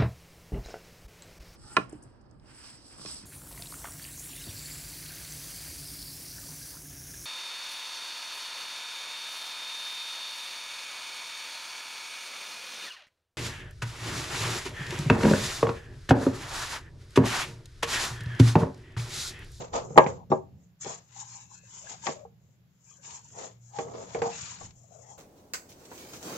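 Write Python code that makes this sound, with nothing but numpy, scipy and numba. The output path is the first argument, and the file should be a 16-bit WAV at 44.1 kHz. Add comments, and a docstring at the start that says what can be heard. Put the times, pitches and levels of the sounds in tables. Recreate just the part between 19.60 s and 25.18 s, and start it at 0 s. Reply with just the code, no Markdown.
"""Cat eating from an enamel plate

An enamel plate is set down on the floorboards of a quiet hut and a cat eats from it, nudging it about.
Knocks excite decaying modes of boards and plate; the scraping rim drives the boards with random slips.
A hiss of banded noise swells and shuts over a wavering low hum and a deep rumble.
Short rings glide upward, ticks are noise bursts, chewing and hollow rustles are narrow bands of grains.
A microphone with two spaced ports hears it all, dull above 8 kHz, and clips on the loudest knock.
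"""
import sys
import numpy as np
from scipy import signal
from scipy.fft import rfft, irfft
from scipy.io import wavfile
from scipy.ndimage import uniform_filter1d
from numba import njit

SR = 44100
rng = np.random.default_rng(int(sys.argv[2]) if len(sys.argv) > 2 else 0)


def digitize_waveform(pressure):
    """Quantize a signal to 16-bit integers and store it at the path in sys.argv[1].

    Rows of a 2-D input are taken as channels; values are limited to [-1, 1].
    """
    field = np.atleast_2d(pressure).T
    bounded = np.clip(field, -1, 1)
    quanta = np.round(bounded * 32767).astype(np.int16)
    wavfile.write(sys.argv[1], SR, quanta)


N = 245897
T = np.arange(N) / SR
PORT_LAG_S, FLOOR_LAG_S = .00034, .0002  # sound from the side, sound from the boards below


def undb(db):
    """Decibel law: 20 dB is a factor of ten in amplitude."""
    return 10 ** (np.asarray(db) / 20)


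def level(x, db):
    """Root-mean-square normalisation to a level in dB."""
    return x * undb(db) / np.sqrt(np.mean(x ** 2))


def band(x, lo_hz, hi_hz, order=2):
    """Band-pass filtering with a maximally flat (Butterworth) response."""
    edges_hz = [lo_hz, min(hi_hz, .45 * SR)]
    return signal.sosfilt(signal.butter(order, edges_hz, "bandpass", fs=SR, output="sos"), x)


def decay(t, t60_s):
    """Exponential decay by 60 dB in the time t60."""
    return np.exp(-np.log(1000) * t / t60_s)


def contour(table):
    """Linear interpolation in dB between the listed moments."""
    start_s, level_db = np.transpose(table)
    return np.interp(T, start_s, level_db)


def walk(rate_hz):
    """Smoothed random modulation: levels held 1 / rate and averaged twice, with a spread near 1."""
    hold = int(SR / rate_hz)
    steps = np.repeat(rng.standard_normal(N // hold + 1), hold)
    return 1.3 * uniform_filter1d(uniform_filter1d(steps, hold), hold)[:N]


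def panned(db, pan_db):
    """Level-difference stereo: half the left-minus-right dB is added left, half taken off right."""
    return undb(db + np.array([pan_db, -pan_db]).reshape(2, -1) / 2)


def ports(draw, alike, lag_s=PORT_LAG_S):
    """Partial coherence: two ports share one part, the right later, and each has its own diffuse part."""
    alike = np.clip(alike, 0, 1)
    shared = draw()
    pair = np.array([shared, np.roll(shared, int(lag_s * SR))])
    return np.sqrt(alike) * pair + np.sqrt(1 - alike) * np.array([draw(), draw()])


@njit
def svf(x, hz, q):
    """State-variable resonance with moving centre and sharpness, gain 1 at the centre."""
    y, b, l = np.empty(len(x)), 0., 0.
    for i in range(len(x)):
        g, k = np.tan(np.pi * hz[i] / SR), 1 / q[i]
        v = (b + g * (x[i] - l)) / (1 + g * (g + k))
        b, l, y[i] = 2 * v - b, l + 2 * g * v, k * v
    return y


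# Spectrum of the hum before its overall level is set: pitch_hz [Hz], density_db [dB per Hz]
HUM_COLOUR = [(15, -70), (25, -46.5), (53, -36), (80, -11), (100, -10.5), (118, -8.5), (140, -7),
              (160, -14), (181, -8.5), (216, -20.5), (317, -29), (479, -33), (780, -37), (1320, -61)]
# Level of the low hum, which swells around the knocks, before wavering: start_s [s], level_db [dB]
HUM = [(0.0, -39), (0.04, -50.5), (0.34, -46), (0.378, -36.5), (0.69, -48.5), (0.72, -37), (0.82, -49),
       (1.19, -65), (1.26, -49), (1.43, -64.5), (2.54, -58), (3.29, -67), (3.82, -55.5), (4.13, -70.5),
       (4.19, -50.5), (4.48, -58.5), (4.64, -43.5), (4.95, -57.5), (5.04, -46), (5.16, -60.5),
       (5.57, -62.5)]


def hum():
    """Spectral shaping of noise: a low wavering hum, nearly the same at both ports."""
    hz, db = np.transpose(HUM_COLOUR)
    bins_hz = np.fft.rfftfreq(N, 1 / SR) + 1
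    colour = undb(np.interp(np.log(bins_hz), np.log(hz), db))

    def coloured():
        return level(irfft(rfft(rng.standard_normal(N)) * colour, N), 0)
    return ports(coloured, alike=0.81, lag_s=0) * undb(contour(HUM) + 1.5 * walk(9))


# Thin tones inside the hum: pitch_hz [Hz, before drift], level_db [dB rms, before wavering]
HUM_LINES = [(118, -65.5), (177, -74)]


def tones():
    """Frequency and amplitude modulation: each thin tone drifts a little in pitch, swells and sinks."""
    out = 0
    for hz, db in HUM_LINES:
        waver = undb(3 + 4 * walk(9))  # 3 dB turns the rms level into a peak
        phase = 2 * np.pi * np.cumsum(hz * (1 + 0.019 * walk(4.4))) / SR
        out = out + undb(db) * waver * np.sin(phase)
    return out


# Deep rumble that swells and sinks, before its unevenness: start_s [s], level_db [dB]
RUMBLE = [(0.0, -58), (0.18, -52), (0.31, -74), (0.39, -46), (0.45, -82), (0.74, -60.5), (0.78, -65.5),
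          (1.13, -82), (1.3, -66), (1.44, -81), (2.48, -76.5), (3.04, -92), (4.67, -70), (4.89, -76),
          (5.05, -62), (5.2, -70), (5.57, -89)]


def rumble():
    """Low-frequency band noise: a deep uneven rumble, the same at both ports."""
    deep = level(band(rng.standard_normal(N), 27, 82, order=3), 0)
    return undb(contour(RUMBLE) + 2.0 * walk(6)) * deep


# Swells of drag and hiss: start_s [full strength, s], rise_s [s], hold_s [s], drag_db [dB],
# drag_pitch_hz [Hz], sharpness [Q], hiss_db [dB], middle_db [middle of the hiss, relative dB],
# pan_db [left minus right, dB]
SWELLS = [(0.0, .01, 0.025, -39, 575, 0.23, -52, 7, 0.5), (0.141, 0.015, 0.028, -30, 709, 0.3, -43.5, 7, 1),
          (0.26, .1, 0.087, -49, 424.2, 1.1, -59.5, -7, 2),
          (0.369, 0.0056, 0.0067, -33.5, 698.5, 1.4, -40, -19, 2),
          (0.469, 0.012, .02, -34, 491.2, 1.9, -51.5, 3.5, -1),
          (0.703, .005, 0.022, -45.5, 481.2, 1.7, -55.5, -0.5, 2),
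          (0.998, 0.054, .05, -79, 473, 2.9, -73.5, -16, 0),
          (1.211, 0.013, 0.064, -71, 877.4, 3.3, -47, -6, 3),
          (1.266, 0.036, .06, -46, 792.6, 1, -44.5, 1, 3.5),
          (1.578, .12, .04, -65, 912.3, 2.6, -50, -0.5, 6.5),
          (1.677, 0.076, .13, -71.5, 888, 2.2, -50, -5, 4),
          (1.927, .1, 0.033, -73.5, 970, 3.4, -52.5, -12.5, 6.5),
          (2.164, 0.18, .02, -64.5, 966, 2.2, -48.5, -7, 5),
          (2.314, 0.16, 0.015, -53.5, 847, 1.4, -44, -0.5, 4.5),
          (2.442, 0.046, 0.012, -57.5, 897, 2, -43.5, -0.5, 5),
          (2.458, .005, 0.037, -47, 591.5, 3.7, -44, 5, 0.5),
          (2.568, .03, .05, -56.5, 591, 2.6, -72, -4, 4),
          (2.835, 0.11, 0.088, -86, 519.9, 2, -77.5, -23, 9.5),
          (3.291, 0.14, .08, -74, 1000, 2, -59, -11.5, 7),
          (3.449, 0.04, 0.11, -58.5, 925.4, 2.2, -48, -1.5, 4),
          (3.647, .04, 0.13, -76.5, 843, 2.5, -54.5, -10.5, 2.5),
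          (3.789, 0.066, 0.06, -45.5, 638.3, 0.46, -47.5, 1.5, 3.5),
          (4.037, .06, 0.074, -84.5, 801, 2.7, -64, -16, 10),
          (4.158, 0.055, .02, -50.5, 854.7, 1.8, -52.5, 2.5, 0.5),
          (4.186, 0.014, .03, -41.5, 564.3, 0.65, -50, -2.5, 2), (4.265, .05, .05, -49, 542, .8, -60, 0, 0),
          (4.345, 0.051, 0.097, -45, 510.5, 0.44, -53, 1.5, 2.5),
          (4.494, 0.058, 0.049, -57, 777.4, 1.7, -53.5, 2.5, 4.5),
          (4.566, 0.027, .03, -40, 543.7, 1.3, -53.5, 2, 2),
          (4.621, .005, 0.055, -36, 781, 2.1, -46, 1, 0.5),
          (4.718, 0.07, 0.2, -59.5, 942, 1.2, -45.5, 2.5, 4.5),
          (4.934, 0.045, 0.12, -59.5, 919, 2.6, -52, 1.5, 4),
          (5.157, .05, 0.087, -76.5, 682, 1.6, -65.5, -15, 8.5),
          (5.346, 0.16, 0.094, -63.5, 598.3, 1.8, -61, -16, 13),
          (5.505, 0.12, 0.023, -57.5, 761.6, 1.7, -53, -15.5, 6)]
RISE_DB = 22.5  # a swell grows by this much during its rise
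DRAG_FADE_DB_PER_S, HISS_FADE_DB_PER_S = 230.5, 220


def follow(db, fade_db_per_s, *traits):
    """Power summation: swells rise, hold and fade; gives the total in dB and power-weighted traits."""
    s, rise, hold = np.transpose(SWELLS)[:3, :, None]
    t = T[::32]
    growth_db = -RISE_DB * np.maximum(s - t, 0) / np.maximum(rise, .005)
    fade_db = -fade_db_per_s * np.maximum(t - s - hold, 0)
    power = undb(db[:, None] + growth_db + fade_db) ** 2 + 1e-30
    total = power.sum(axis=0)
    curves = [10 * np.log10(total)] + [trait @ power / total for trait in traits]
    return [np.interp(T, t, c) for c in curves]


def hiss():
    """Band-limited noise: a bright peak and a flatter middle whose narrow bands open and shut in patches."""
    *_, db, mid_db, pan_db = np.transpose(SWELLS)
    db, mid_db, pan_db = follow(db, HISS_FADE_DB_PER_S, mid_db, pan_db)

    def noise(lo, hi):
        return lambda: level(band(rng.standard_normal(N), lo, hi, order=2 if lo > 6000 else 4), 0)
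    out = ports(noise(6400, 7400), alike=.2) + undb(-6) * ports(noise(5200, 7900), alike=.25)
    out = out * undb(0.93 * walk(18) + 2.3 * walk(90.0))
    flutter_db = 2.0 * walk(250.0)  # a fast random flutter shared by all the middle bands
    patchy_db = np.clip(2.3 - .35 * mid_db, 1.5, 8)  # the fainter the middle, the patchier
    for hz in np.arange(1150, 6000, 200):
        tilt_db = -18.5 - 1.0 * np.log2(hz / 2500)
        gain = undb(mid_db + tilt_db + patchy_db * walk(13.0) + flutter_db)
        out = out + gain * ports(noise(hz, hz + 200), alike=0.034)
    return out * panned(db, pan_db)


# Modes of the floorboards: pitch_hz [Hz], level_db [relative dB], t60_s [full ring time, s]
BOARDS = [(230, -2.5, .17), (280, -4.5, 0.16), (379.5, -3.5, 0.18), (426.3, -10, .15), (484, -8, .14),
          (538, -4, 0.09), (630.8, -6, 0.11), (685.6, -2, 0.064), (800, -2, 0.13), (900.3, -2.5, 0.08),
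          (1006, -10.5, 0.11), (1127, -3.5, 0.09), (1232, -13, 0.086), (1434, -17, 0.13), (1627, -15, 0.27),
          (1740, -15, 0.13), (1838, -17, .09), (2110, -15.5, 0.11), (2280, -13, 0.063), (2518, -13, 0.03),
          (2700, -19, 0.054), (3293, -22, .05)]
# Modes of the enamel plate: pitch_hz [Hz], level_db [relative dB], t60_s [full ring time, s]
PLATE = [(464, 4, 0.12), (550, -11.5, 0.06), (790, -1, 0.12), (800, -20.5, 0.063), (1106, -9.5, 0.083),
         (1916, -10.5, 0.065), (1994, -27, .07), (2720, -21, .06)]
WOOD_TOP_HZ = 1320  # the boards pass little above this pitch


def scrape():
    """Stick-slip friction: dense uneven slips ring the boards around the pitch of the drag."""
    _, _, _, db, hz, q, _, _, pan_db = np.transpose(SWELLS)
    db, hz, q, pan_db = follow(db, DRAG_FADE_DB_PER_S, hz, q, pan_db)
    q = np.clip(q, .7, 8)

    def slips():
        impulses = (rng.random(N) < 1500 / SR) * rng.standard_normal(N)  # about 1500 a second
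        grit = impulses * undb(1.2 * walk(60))
        wood = sum(svf(grit, f + 0 * T, f / 35 + 0 * T) for f, _, _ in BOARDS[:13] + PLATE[:1])
        # a sharper drag passes fewer modes, each the louder
        focused = np.sqrt(q) * svf(svf(wood, hz, q), hz, q)
        return level(focused, 0) + level(wood, -2.5)
    return panned(db, pan_db) * band(ports(slips, alike=0.4), 150, WOOD_TOP_HZ, order=4)


# Short bright ticks, several at the onset of knocks: start_s [s], level_db [dB, scales the snap],
# pan_db [left minus right, dB]
TICKS = [(0.1452, -41, 3), (1.208, -66, 4.5), (1.246, -31, 11), (3.507, -34, 6), (0.44, -32, 3),
         (1.6, -35, -4), (0.3765, -19.5, 1.5), (4.655, -40, 2), (2.169, -46.5, -3.5), (2.2957, -34.5, 8),
         (2.4671, -20, 11), (4.1872, -31, -8), (4.5483, -36, -2), (4.6185, -28, 1), (5.1073, -42, 7)]


def ticks():
    """Impulsive excitation: a few milliseconds of bright noise."""
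    out, t = np.zeros((2, N + SR)), np.arange(SR // 20) / SR
    for s, db, pan_db in TICKS:
        noise = level(band(rng.standard_normal((2, len(t))), 930, 12000, order=2), -7.5)
        i = int(s * SR)
        out[:, i:i + len(t)] += panned(db, pan_db) * noise * np.exp(-t / 0.0048)
    return out[:, :N]


SPOT_DB = 6  # a mode one octave off the centre of a blow is this much weaker
BRIGHT_HZ, FULL_CRACK_DB = 1300, -8  # modes above this pitch sound fully only in a crack this bright


def ring(modes, t, mid_hz, damp, crack_db):
    """Modal superposition: decaying modes, strongest near the blow's centre, weighed anew at each spot."""
    hz, db, t60 = np.transpose(modes)[:, :, None]
    spot = rng.standard_normal((4, len(modes), 1))
    octaves_off = np.log2(np.minimum(hz, 1500) / mid_hz)
    gain = undb(db + 1.5 * spot[0] - SPOT_DB * octaves_off ** 2)
    gain = gain * np.where(hz > BRIGHT_HZ, undb(0.4 * (crack_db - FULL_CRACK_DB)), 1)
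    lagged = t - np.array([0, FLOOR_LAG_S])[:, None, None]
    turn = 2 * np.pi * hz * lagged + .7 * spot[1] + .3 * spot[2:]  # the ports differ a little
    y = (gain * np.sin(turn) * decay(t, damp * t60)).sum(axis=1)
    return y / np.sqrt(np.sum(gain ** 2))


# Rim meets wood: start_s [s], level_db [dB, scales the blow], thud_db [floor thud, relative dB],
# crack_db [bright crack, relative dB], pan_db [left minus right, dB], pitch_hz [centre of the body, Hz],
# plate_share [0-1], ring_share [share of the full ring time], drop_s [level drops after, s]
KNOCKS = [(0.305, -37.5, 0.5, -34, -11, 442, 0.58, 0.2, 0.093),
          (0.358, -20.5, -18, -32.5, 2, 495, 0.07, 0.49, .077),
          (0.376, 4.5, -22, -24, 1.5, 860, 0.05, 0.55, .077),
          (0.463, -22, -9, -14.5, -1, 470, 0.2, 0.31, .07), (0.702, -28, 3.5, -46, 1, 283, 0.2, 0.39, .07),
          (0.716, -9, -18, -37, 1, 600, 0.04, 0.82, .059),
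          (1.246, -37, -13.5, -23, 1.5, 585, 0.39, 1.3, 0.084),
          (1.26, -29, -11, -24.5, 5, 490, 0, .4, .077),
          (2.468, -21.5, -25, -13.5, 6, 847, 0.2, 1.07, 0.058),
          (2.485, -24.5, -12, -28, -2, 445, 0.43, 0.79, 0.077),
          (2.649, -39.5, -27, -42, -3.5, 720, 1, 0.42, .045),
          (4.186, -23, -17, -16, -2.5, 544, 0.54, 1.2, 0.074),
          (4.283, -38, -9, -23.5, -1, 400, 0.2, 0.36, .07),
          (4.341, -36.5, -15.5, -28, -4, 503, 0.35, 1.3, 0.054),
          (4.547, -22, -15.5, -19, -2, 600, 0.58, 0.89, 0.041),
          (4.618, -17, -22, -19.5, -1.5, 520, 0.62, 0.92, 0.14),
          (4.652, -24.5, -20, -42, -2, 800, 0.91, 1.74, 0.024),
          (5.009, -41, -6, -22, 14, 834, 0.21, 0.69, .077)]
THUD_HZ, THUD_T60_S = 145, .15
CONTACT_MS, SOFTER = 0.42, .5  # the duller the crack, the longer the rim takes to land
DROP_DB = -8.5  # the ring drops abruptly in level


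def knocks():
    """Impact excitation: each blow rings boards and plate as the rim rattles, with a thud and a crack."""
    out, t = np.zeros((2, N + SR)), np.arange(SR // 3) / SR
    n = SR // 30
    for s, db, thud_db, crack_db, pan_db, mid_hz, share, damp, drop_s in KNOCKS:
        share, damp = np.clip(share, 0, 1), max(damp, .1)
        rattle = .08 * np.exp(-t[:n] / .012) * rng.standard_normal(n) * (rng.random(n) < .03)
        rattle[0] = 1  # the first contact
        body = (1 - share) * ring(BOARDS, t, mid_hz, damp, crack_db)
        body = body + share * ring(PLATE, t, mid_hz, damp, crack_db)
        # the many board modes too close to tell apart blur into a short dull roar
        roar = level(band(rng.standard_normal((3, len(t))), mid_hz / 1.7, 1192, order=6), -14.0)
        roar = roar * np.exp(-t / (damp * 0.024))
        body = body + 0.39 * roar[0] + 0.21 * roar[1:]
        contact_ms = np.clip(CONTACT_MS * undb(SOFTER * (FULL_CRACK_DB - crack_db)), .3, 8)
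        onset = (1 - np.exp(-t * 1e3 / contact_ms)) ** 2
        body = signal.fftconvolve(-body * onset, rattle[None])[:, :len(t)]
        body = body / np.sqrt(np.mean(body[:, :SR // 70] ** 2)) * undb(-7)  # level of the first 14 ms
        body = body * undb(DROP_DB * np.clip((t - drop_s) / .008, 0, 1))
        thud = np.sin(2 * np.pi * THUD_HZ * t) * decay(t, THUD_T60_S) * (1 - np.exp(-t / 0.0011))
        crack = level(band(rng.standard_normal((2, len(t))), 1500, 2500, order=2), crack_db)
        crack = crack * (np.exp(-t / 0.0076) + 0.48 * np.exp(-t / 0.025))
        i = int(s * SR)
        out[:, i:i + len(t)] += panned(db, pan_db) * (body + crack) + undb(db + thud_db) * thud
    return band(out[:, :N], 110, 9000, order=3)


ROOM_T60_S, ROOM_DB = 0.24, -20.5


def room(x):
    """Reverberation: the small wooden hut answers with a short dull tail, different at each port."""
    t = np.arange(SR // 2) / SR
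    tail = band(rng.standard_normal((2, len(t))), 110, 1300) * decay(t, ROOM_T60_S) * (t > .006)
    tail = undb(ROOM_DB) * tail / np.sqrt(np.sum(tail ** 2, axis=1, keepdims=True))
    return x + signal.fftconvolve(x.mean(axis=0, keepdims=True), tail, axes=1)[:, :N]


# Narrow bands that stand out of the rustle for a moment: start_s [s], length_s [s], pitch_hz [Hz],
# width_hz [Hz], level_db [dB, scales the grains]
HOLLOWS = [(0.566, 0.083, 850, 299.2, -54.5), (1.215, 0.078, 2250, 250, -56),
           (1.695, 0.12, 2350, 200, -65.5), (1.741, 0.068, 880, 248, -61.5), (1.936, 0.15, 2600, 200, -69),
           (2.03, .08, 1750, 200, -72.5), (2.111, 0.047, 3400, 301, -66), (2.127, 0.098, 1000, 252, -63),
           (2.212, 0.074, 610, 149, -60.5), (2.3, 0.067, 820, 200, -53.5), (2.553, 0.0967, 590, 60, -50.5),
           (3.261, 0.075, 2450, 248, -70.5), (3.288, .08, 3200, 343, -72), (3.352, 0.08, 1600, 200, -70.5),
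           (3.484, .13, 950, 253, -56.5), (3.74, .05, 900, 201, -55), (4.132, 0.0527, 833, 70, -43),
           (4.498, .045, 930, 150, -58), (4.717, 0.062, 2650, 300, -51.5), (5.304, 0.14, 620, 249.3, -61),
           (5.337, .06, 1300, 250, -75), (5.418, .11, 1950, 297, -70), (5.43, 0.15, 840, 200, -63)]
HOLLOW_EDGE_S, HOLLOW_PAN_DB = 0.0089, 9.5  # opening and shutting time, left minus right


def hollows():
    """Band-pass resonance: grainy noise in one narrow band that opens and shuts quickly."""
    out = np.zeros((2, N))
    lag = 15  # samples between the ports
    for s, length, hz, width_hz, db in HOLLOWS:
        i, n = int(s * SR), int(max(length, .02) * SR)
        t = np.arange(min(n, N - i)) / SR
        grains = rng.standard_normal((3, SR // 4)) * (rng.random(SR // 4) < .1)
        x = level(band(grains, hz - width_hz / 2, hz + width_hz / 2, order=3), -3)
        x = x[:, -len(t) - lag:]
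        pair = np.array([x[0, lag:] + .6 * x[1, lag:], x[0, :-lag] + .6 * x[2, lag:]])
        gate = np.clip(np.minimum(t, t[-1] - t) / max(HOLLOW_EDGE_S, .003), 0, 1)
        out[:, i:i + len(t)] += panned(db, HOLLOW_PAN_DB) * pair * gate
    return out


# Short rings, being smacks, small taps and high rings at a knock: start_s [s],
# level_db [dB, before roughening], pitch_hz [at the start, Hz], t60_s [s]
SHORT_RINGS = [(0.702, -58.5, 3630, 0.042), (0.704, -59, 5450, .06), (0.716, -48, 3700, 0.05),
               (0.717, -56, 4130, .05), (0.717, -58, 5450, .06), (1.56, -52.5, 800, 0.11),
               (1.609, -48, 915, 0.044), (1.749, -57.5, 809, 0.26), (1.809, -56, 890, 0.031),
               (1.913, -56, 1025, 0.04), (2.035, -62.5, 540, 0.065), (2.269, -42.5, 1650, 0.043),
               (2.436, -46, 918, 0.22), (2.651, -45, 816, 0.039), (3.288, -66, 1600, 0.061),
               (3.31, -62, 1194, .08), (3.385, -64.5, 550, 0.12), (3.544, -55, 936, 0.16),
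               (3.65, -59.5, 924, 0.094), (4.915, -50, 998, 0.082), (5.239, -58.5, 675, 0.069),
               (5.319, -54.5, 693, 0.09), (5.353, -50, 623, 0.055), (5.509, -51, 862, 0.082)]
RING_PAN_DB = 20  # left minus right
ROUGH_T60_S = .12  # rings longer than this come out cleaner


def short_rings():
    """Amplitude-modulated resonance: a short ring glides up a little, roughened by slow noise."""
    out, t = np.zeros((2, N + SR)), np.arange(SR // 4) / SR
    for s, db, hz, t60 in SHORT_RINGS:
        noise = level(band(rng.standard_normal((2, len(t))), 15, 90, order=3), 0)
        roughness = 1 + .5 * min(ROUGH_T60_S / t60, 1) * noise
        tone = np.sin(2 * np.pi * hz * (t + 0.077 * t ** 2 - np.array([[0], [PORT_LAG_S]])))
        envelope = decay(t, max(t60, .01)) * (1 - np.exp(-t / 0.001)) ** 2
        i = int(s * SR)
        out[:, i:i + len(t)] += panned(db, RING_PAN_DB) * roughness * tone * envelope
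    return out[:, :N]


# Gritty band while the cat chews: start_s [s], level_db [dB, before panning]
CHEWING = [(1.45, -86.5), (1.488, -89.5), (1.56, -55.5), (1.616, -45.5), (1.636, -55), (1.702, -63),
           (1.776, -59.5), (1.888, -75), (1.92, -57.5), (2.058, -98), (2.1, -77.5)]
CHEW_LO_HZ, CHEW_HI_HZ = 781, 1084


def chewing():
    """Granular excitation: dense grains of sound in one hollow band with steep edges."""
    def grains():
        impulses = (rng.random(N) < 900 / SR) * rng.standard_normal(N)  # about 900 a second
        return level(band(impulses, CHEW_LO_HZ, CHEW_HI_HZ, order=5), 0)
    during = (T > CHEWING[0][0]) & (T < CHEWING[-1][0])
    return during * panned(contour(CHEWING), 7.2) * ports(grains, alike=0.78)


FLOOR_DB, AIR_DB = -76, -82.5  # steady background noise, self-noise of the microphone
MIC_HZ, TOP_HZ = 7726, 15500  # upper limits of the microphone and of the whole sound


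def scene():
    """Linear superposition of all sources over a faint steady noise; only the knocks excite the room."""
    floor = level(band(rng.standard_normal((2, N)), 180, 2900, order=1), FLOOR_DB)
    low = hum() + tones() + rumble()
    plate = scrape() + ticks() + room(knocks())
    return low + hiss() + plate + hollows() + short_rings() + chewing() + floor


def record(dry):
    """Band limiting and clipping: the microphone stops near 8 kHz, faint self-noise lies above."""
    heard = signal.sosfilt(signal.ellip(10, .3, 70, MIC_HZ, fs=SR, output="sos"), dry)
    heard = heard + level(band(rng.standard_normal(dry.shape), 11000, 17000, order=3), AIR_DB)
    clipped = np.clip(heard, -1, 1)
    return signal.sosfilt(signal.ellip(8, .1, 50, TOP_HZ, fs=SR, output="sos"), clipped)


dry = scene()
out = record(dry)
digitize_waveform(out)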